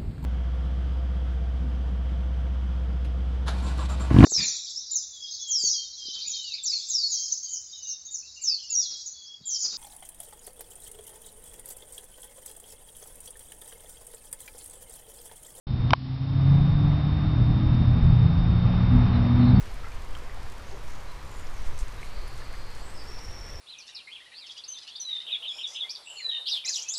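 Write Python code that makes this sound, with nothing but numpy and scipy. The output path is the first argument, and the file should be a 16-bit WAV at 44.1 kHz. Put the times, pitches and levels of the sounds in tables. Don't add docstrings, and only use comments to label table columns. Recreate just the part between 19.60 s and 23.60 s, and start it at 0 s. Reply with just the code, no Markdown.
import sys
import numpy as np
from scipy import signal
from scipy.fft import rfft, irfft
from scipy.io import wavfile
from scipy.ndimage import uniform_filter1d

SR = 44100
rng = np.random.default_rng(int(sys.argv[2]) if len(sys.argv) > 2 else 0)


def master_out(mix):
    frames = np.transpose(np.atleast_2d(mix))
    ceiling = np.clip(frames, -1, 1)
    pcm = np.round(ceiling * 32767).astype(np.int16)
    wavfile.write(sys.argv[1], SR, pcm)


N = 176400


# (time [s], pitch [Hz], level [dB], fade time [s])
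STICK_KNOCKS = [(.232, 1320, -37, 0.0038), (0.2431, 1300, -32.5, 0.0037), (.247, 2050, -39, .003),
                (.2565, 2020, -37.5, .004), (.268, 1350, -39, .005), (.319, 2370, -42, 0.0032),
                (.551, 3140, -31.5, 0.0023), (.5563, 1390, -38, .004), (0.567, 1330, -33.5, .0028),
                (.696, 1940, -33.5, 0.0024), (.7735, 1400, -42, 0.0018), (2.43, 2240, -25, 0.0014),
                (2.819, 1760, -36.5, .004), (2.936, 1610, -38, 0.0028), (2.938, 2200, -34, 0.0016),
                (2.944, 1800, -40, .004)]

def sticks():
    out = np.zeros(N)
    for start, hz, db, decay in STICK_KNOCKS:
        add(out, start, undb(db) * knock(hz, decay))
    return woods(out, echo_s=0.15, direct=3.1)


def knock(hz, decay, attack_s=.0005):
    t = np.arange(int(.04 * SR)) / SR
    ring = np.sin(2 * np.pi * hz * t) * np.exp(-t / decay)
    overtone = undb(-20) * np.sin(2 * np.pi * 2.5 * hz * t) * np.exp(-2 * t / decay)
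    crack = level(band(rng.standard_normal(len(t)), hz, width=hz), db=-13) * np.exp(-t / decay)
    return (ring + overtone + crack) * (1 - np.exp(-t / attack_s))


# (time [s], middle pitch [Hz], pitch range [Hz], peak level [dB])
TWIG_SNAPS = [(.1426, 9000, 8000, -40), (0.3185, 6300, 4000, -41), (1.113, 4830, 1200, -39.5),
              (1.769, 8700, 2700, -44), (1.797, 6800, 5000, -37.5), (1.870, 5350, 1500, -41),
              (2.179, 7500, 4000, -38), (2.1896, 6900, 3200, -29.5), (2.2005, 7000, 3000, -40),
              (2.2305, 9800, 2700, -46), (2.2818, 8000, 2400, -40), (2.679, 9900, 2400, -38.5),
              (3.1545, 7050, 4000, -44), (3.956, 5070, 800, -36)]
# (time [s], length [s], level [dB])
LEAF_STEPS = [(0, .04, -68), (0.547, 0.068, -64), (2.038, 0.059, -60), (2.18, 0.046, -53),
              (2.381, 0.14, -64.5), (2.73, 0.11, -63), (3.16, 0.05, -61), (3.623, 0.049, -63)]

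def twigs_and_leaves(snap_fade_s=0.001):
    out = np.zeros(N)
    t = np.arange(SR // 100) / SR
    for start, hz, width, db in TWIG_SNAPS:
        snap = band(rng.standard_normal(len(t)) * np.exp(-t / snap_fade_s), hz, width)
        add(out, start, undb(db) * snap / abs(snap).max())
    for start, length, db in LEAF_STEPS:
        n = int(length * SR)
        crunch = band(crackle(n, per_second=3700, spread_db=5.4), hz=7130, width=4500)
        swell = np.sin(np.linspace(0, np.pi, n))
        add(out, start, level(crunch * swell, db))
    ticks = crackle(N, per_second=260, spread_db=11) * undb(2 * wander(15))
    out += level(band(ticks, hz=6200, width=7900), db=-64.5)
    return woods(out, echo_s=0.09, direct=2.4)


def crackle(n, per_second, spread_db):
    clicks = (rng.random(n) < per_second / SR) * rng.choice([-1, 1], n)
    return clicks * undb(spread_db * np.minimum(rng.exponential(size=n), 2))


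# (time [s], length [s], first pitch [Hz], last pitch [Hz], level [dB],
# slide shape [1 = even, more = settles early])
BIRD_WHISTLES = [(1.042, 0.047, 5200, 7140, -57, 1.24), (1.268, 0.048, 5350, 7080, -56.5, 1.3),
                 (1.47, 0.021, 4300, 3860, -56, 1.1), (1.64, 0.17, 7300, 6830, -61, 1.6),
                 (1.925, 0.068, 6500, 5000, -58, 0.93), (2.115, 0.048, 5720, 6640, -58.5, 1.1),
                 (2.368, 0.031, 3600, 4180, -55, 1), (2.825, 0.035, 7800, 7600, -66, 1),
                 (2.955, .03, 8100, 7800, -64, 1), (3.205, 0.1, 7430, 8280, -55.5, 1.8),
                 (3.341, 0.055, 5450, 4360, -47.5, 0.87), (3.452, 0.034, 5390, 5490, -47.5, 0.92)]
# (time [s], length [s], middle pitch [Hz], swing each way [Hz], level [dB],
# extra level at the bottom of each swing [dB])
BIRD_TRILLS = [(2.402, 0.16, 4320, 450, -59.5, -2), (2.519, 0.71, 4560, 400, -57, 1.5),
               (3.472, 0.7, 5590, 260, -49.2, 2.5)]

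def birds(swings_per_s=43.27, opening_s=0.01193, throb_hz=7.2, throb_db=2.6):
    out = np.zeros(N)
    for start, length, first, last, db, shape in BIRD_WHISTLES:
        remaining = np.linspace(1, 0, int(length * SR))
        slide = last + (first - last) * remaining ** shape
        quaver = 1 + .028 * remaining * wander(243)[:len(remaining)]
        add(out, start, level(note(slide * quaver), db))
    for start, length, hz, swing_hz, db, bottom_db in BIRD_TRILLS:
        t = np.arange(int(length * SR)) / SR
        speed = swings_per_s * (1 + 0.1 * wander(40)[:len(t)])
        swing = signal.sawtooth(2 * np.pi * np.cumsum(speed) / SR, .5)
        opening = 1 - np.exp(-t / opening_s)
        pitch = hz + swing_hz * ((swing + 1) * opening - 1)
        throb = throb_db * np.cos(2 * np.pi * throb_hz * t)
        add(out, start, level(note(pitch) * undb(throb - bottom_db * swing), db))
    return woods(out, echo_s=0.62, direct=.25, build_s=0.007)


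def note(hz, fade_in_s=0.0045, fade_out_s=0.0083):
    t = np.arange(len(hz)) / SR
    fade = np.clip(np.minimum(t / fade_in_s, (t[-1] - t) / fade_out_s), 0, 1)
    pitch = hz * (1 + 0.0032 * wander(400)[:len(hz)])
    return fade * np.sin(2 * np.pi * np.cumsum(pitch) / SR)


# (time [s], pitch [Hz], level [dB], ring time [s])
WATER_PLOPS = [(0.769, 740, -40.5, 0.03), (0.995, 1350, -40, 0.016), (1.122, 385, -39.5, 0.07),
               (1.142, 538, -37, 0.032), (3.485, 392, -41, 0.046), (3.587, 4640, -42, .012)]

def plops(faint_count=160):
    out = np.zeros(N)
    for start, hz, db, ring_s in WATER_PLOPS:
        add(out, start, undb(db) * bubble(hz, ring_s))
    for when, pitch, size in rng.random((faint_count, 3)):
        hz = 600 * 7 ** pitch
        db = -51 + 7 * size ** 2 - 3 * pitch
        add(out, when * N / SR, undb(db) * bubble(hz, ring_s=22 / hz))
    return woods(out, echo_s=0.32, direct=4.6)


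def bubble(hz, ring_s, rise=0.111):
    age = np.arange(int(2 * ring_s * SR)) / SR / ring_s
    ring = np.sin(2 * np.pi * np.cumsum(hz * (1 + rise * age)) / SR) * np.exp(-3.3 * age)
    hiss = band(rng.standard_normal(len(age)), hz, width=0.27 * hz)
    splash = 0.88 * level(hiss, -4.5) * np.exp(-2 * age)
    fade_in = 1 - np.exp(-age / .1)
    return (ring + splash) * fade_in


# (pitch [Hz], relative level [dB])
WIND_TONE = [(2, -9.5), (4, 2), (9, 0), (16, -8.5), (30, -11.5), (55, -18.5), (80, -27), (110, -28.5),
             (160, -44), (300, -55)]
# (time [s], level [dB])
WIND_GUSTS = [(0, -31.5), (.75, -29.5), (1.05, -36), (1.4, -32.5), (1.85, -32.5), (2.08, -25),
              (2.17, -27.5), (2.32, -30.5), (2.9, -30), (3.25, -35.5), (4, -33)]

def wind(buffet_at_s=2.227, buffet_width_s=0.0069):
    t = np.arange(N) / SR
    gusts = level(shaped_noise(WIND_TONE), 0) * undb(follow(WIND_GUSTS))
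    suction = undb(-15) * np.exp(-((t - buffet_at_s) / buffet_width_s) ** 2)
    return gusts - suction


# (pitch [Hz], relative level [dB])
WASH_TONE = [(130, -7), (200, -5), (260, -6.5), (370, -5), (520, -3.5), (640, -6), (1100, -7), (1550, -9.5),
             (2200, -11), (2700, -15), (3400, -17), (4800, -19), (6500, -24), (9000, -27.5), (11000, -32.5),
             (13500, -32), (14500, -43)]
# (time [s], boost [dB])
WASH_TREBLE = [(0, 3), (.5, 0.5), (.9, 0.9), (1.6, 1.3), (2.2, 2.3), (3, 1.3), (4, 1.5)]

def wash(flicker_db=.55, treble_from_hz=1500):
    spectrum = rfft(shaped_noise(WASH_TONE))
    octave = np.log2(np.maximum(np.fft.rfftfreq(N, 1 / SR), 1))
    treble_db = follow(WASH_TREBLE)
    out = np.zeros(N)
    for k in range(5, 16):
        one_octave = irfft(spectrum * np.maximum(1 - abs(octave - k), 0), N)
        db = flicker_db * wander(29.84) + treble_db * (2 ** k > treble_from_hz)
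        out += one_octave * undb(db)
    return level(out, db=-48)


# (time [s], level [dB])
RUSH_SWELL = [(0, -59.5), (.9, -56.5), (1.5, -55), (2.7, -57), (3.2, -60), (4, -72)]

def rush():
    noise = band(rng.standard_normal(N), hz=1060, width=326)
    return level(noise, 0) * undb(follow(RUSH_SWELL))


# (pitch [Hz], relative level [dB])
RUMBLE_TONE = [(50, -4), (80, 4), (110, -3), (150, -7.5), (220, -19.5)]

def rumble():
    return level(shaped_noise(RUMBLE_TONE), db=-49.5)


def woods(x, echo_s, direct, build_s=0.0012):
    t = np.arange(SR) / SR
    rise_and_fall = (1 - np.exp(-t / build_s)) * np.exp(-np.log(1000) * t / echo_s)
    tail = level(rng.standard_normal(SR) * rise_and_fall, 0) / np.sqrt(SR)
    echoes = signal.fftconvolve(x, tail)[:N]
    return (direct * x + echoes) / np.hypot(direct, 1)


def undb(db):
    return 10 ** (np.asarray(db) / 20)


def level(x, db):
    return x * undb(db) / np.sqrt(np.mean(x ** 2) + 1e-20)


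def add(out, start, x):
    i = max(int(start * SR), 0)
    out[i:i + len(x)] += x[:max(N - i, 0)]


def follow(points):
    return np.interp(np.arange(N) / SR, *np.array(points).T)


def shaped_noise(points):
    hz, db = np.array(points, float).T
    f = np.maximum(np.fft.rfftfreq(N, 1 / SR), 1e-3)
    tone = undb(np.interp(np.log(f), np.log(hz), db))
    ends = np.minimum(f / hz[0], 1) ** 2 * np.minimum(hz[-1] / f, 1) ** 2
    return irfft(rfft(rng.standard_normal(N)) * tone * ends, N)


def band(x, hz, width):
    edges = np.clip([hz - width / 2, hz + width / 2], 20, SR / 2 - 100)
    return signal.sosfilt(signal.butter(2, edges, "band", fs=SR, output="sos"), x)


def wander(per_second):
    hold = max(int(SR / per_second), 1)
    steps = np.repeat(rng.standard_normal(N // hold + 1), hold)
    smooth = uniform_filter1d(uniform_filter1d(steps, hold), hold)
    return level(smooth[:N], 0)


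def scene():
    background = rumble() + wash() + rush()
    return (background + wind() + plops() + sticks() + birds() + twigs_and_leaves())[None]


def record(dry, top_hz=14500):
    return signal.sosfilt(signal.ellip(10, .2, 80, top_hz, fs=SR, output="sos"), dry)


dry = scene()
out = record(dry)
master_out(out)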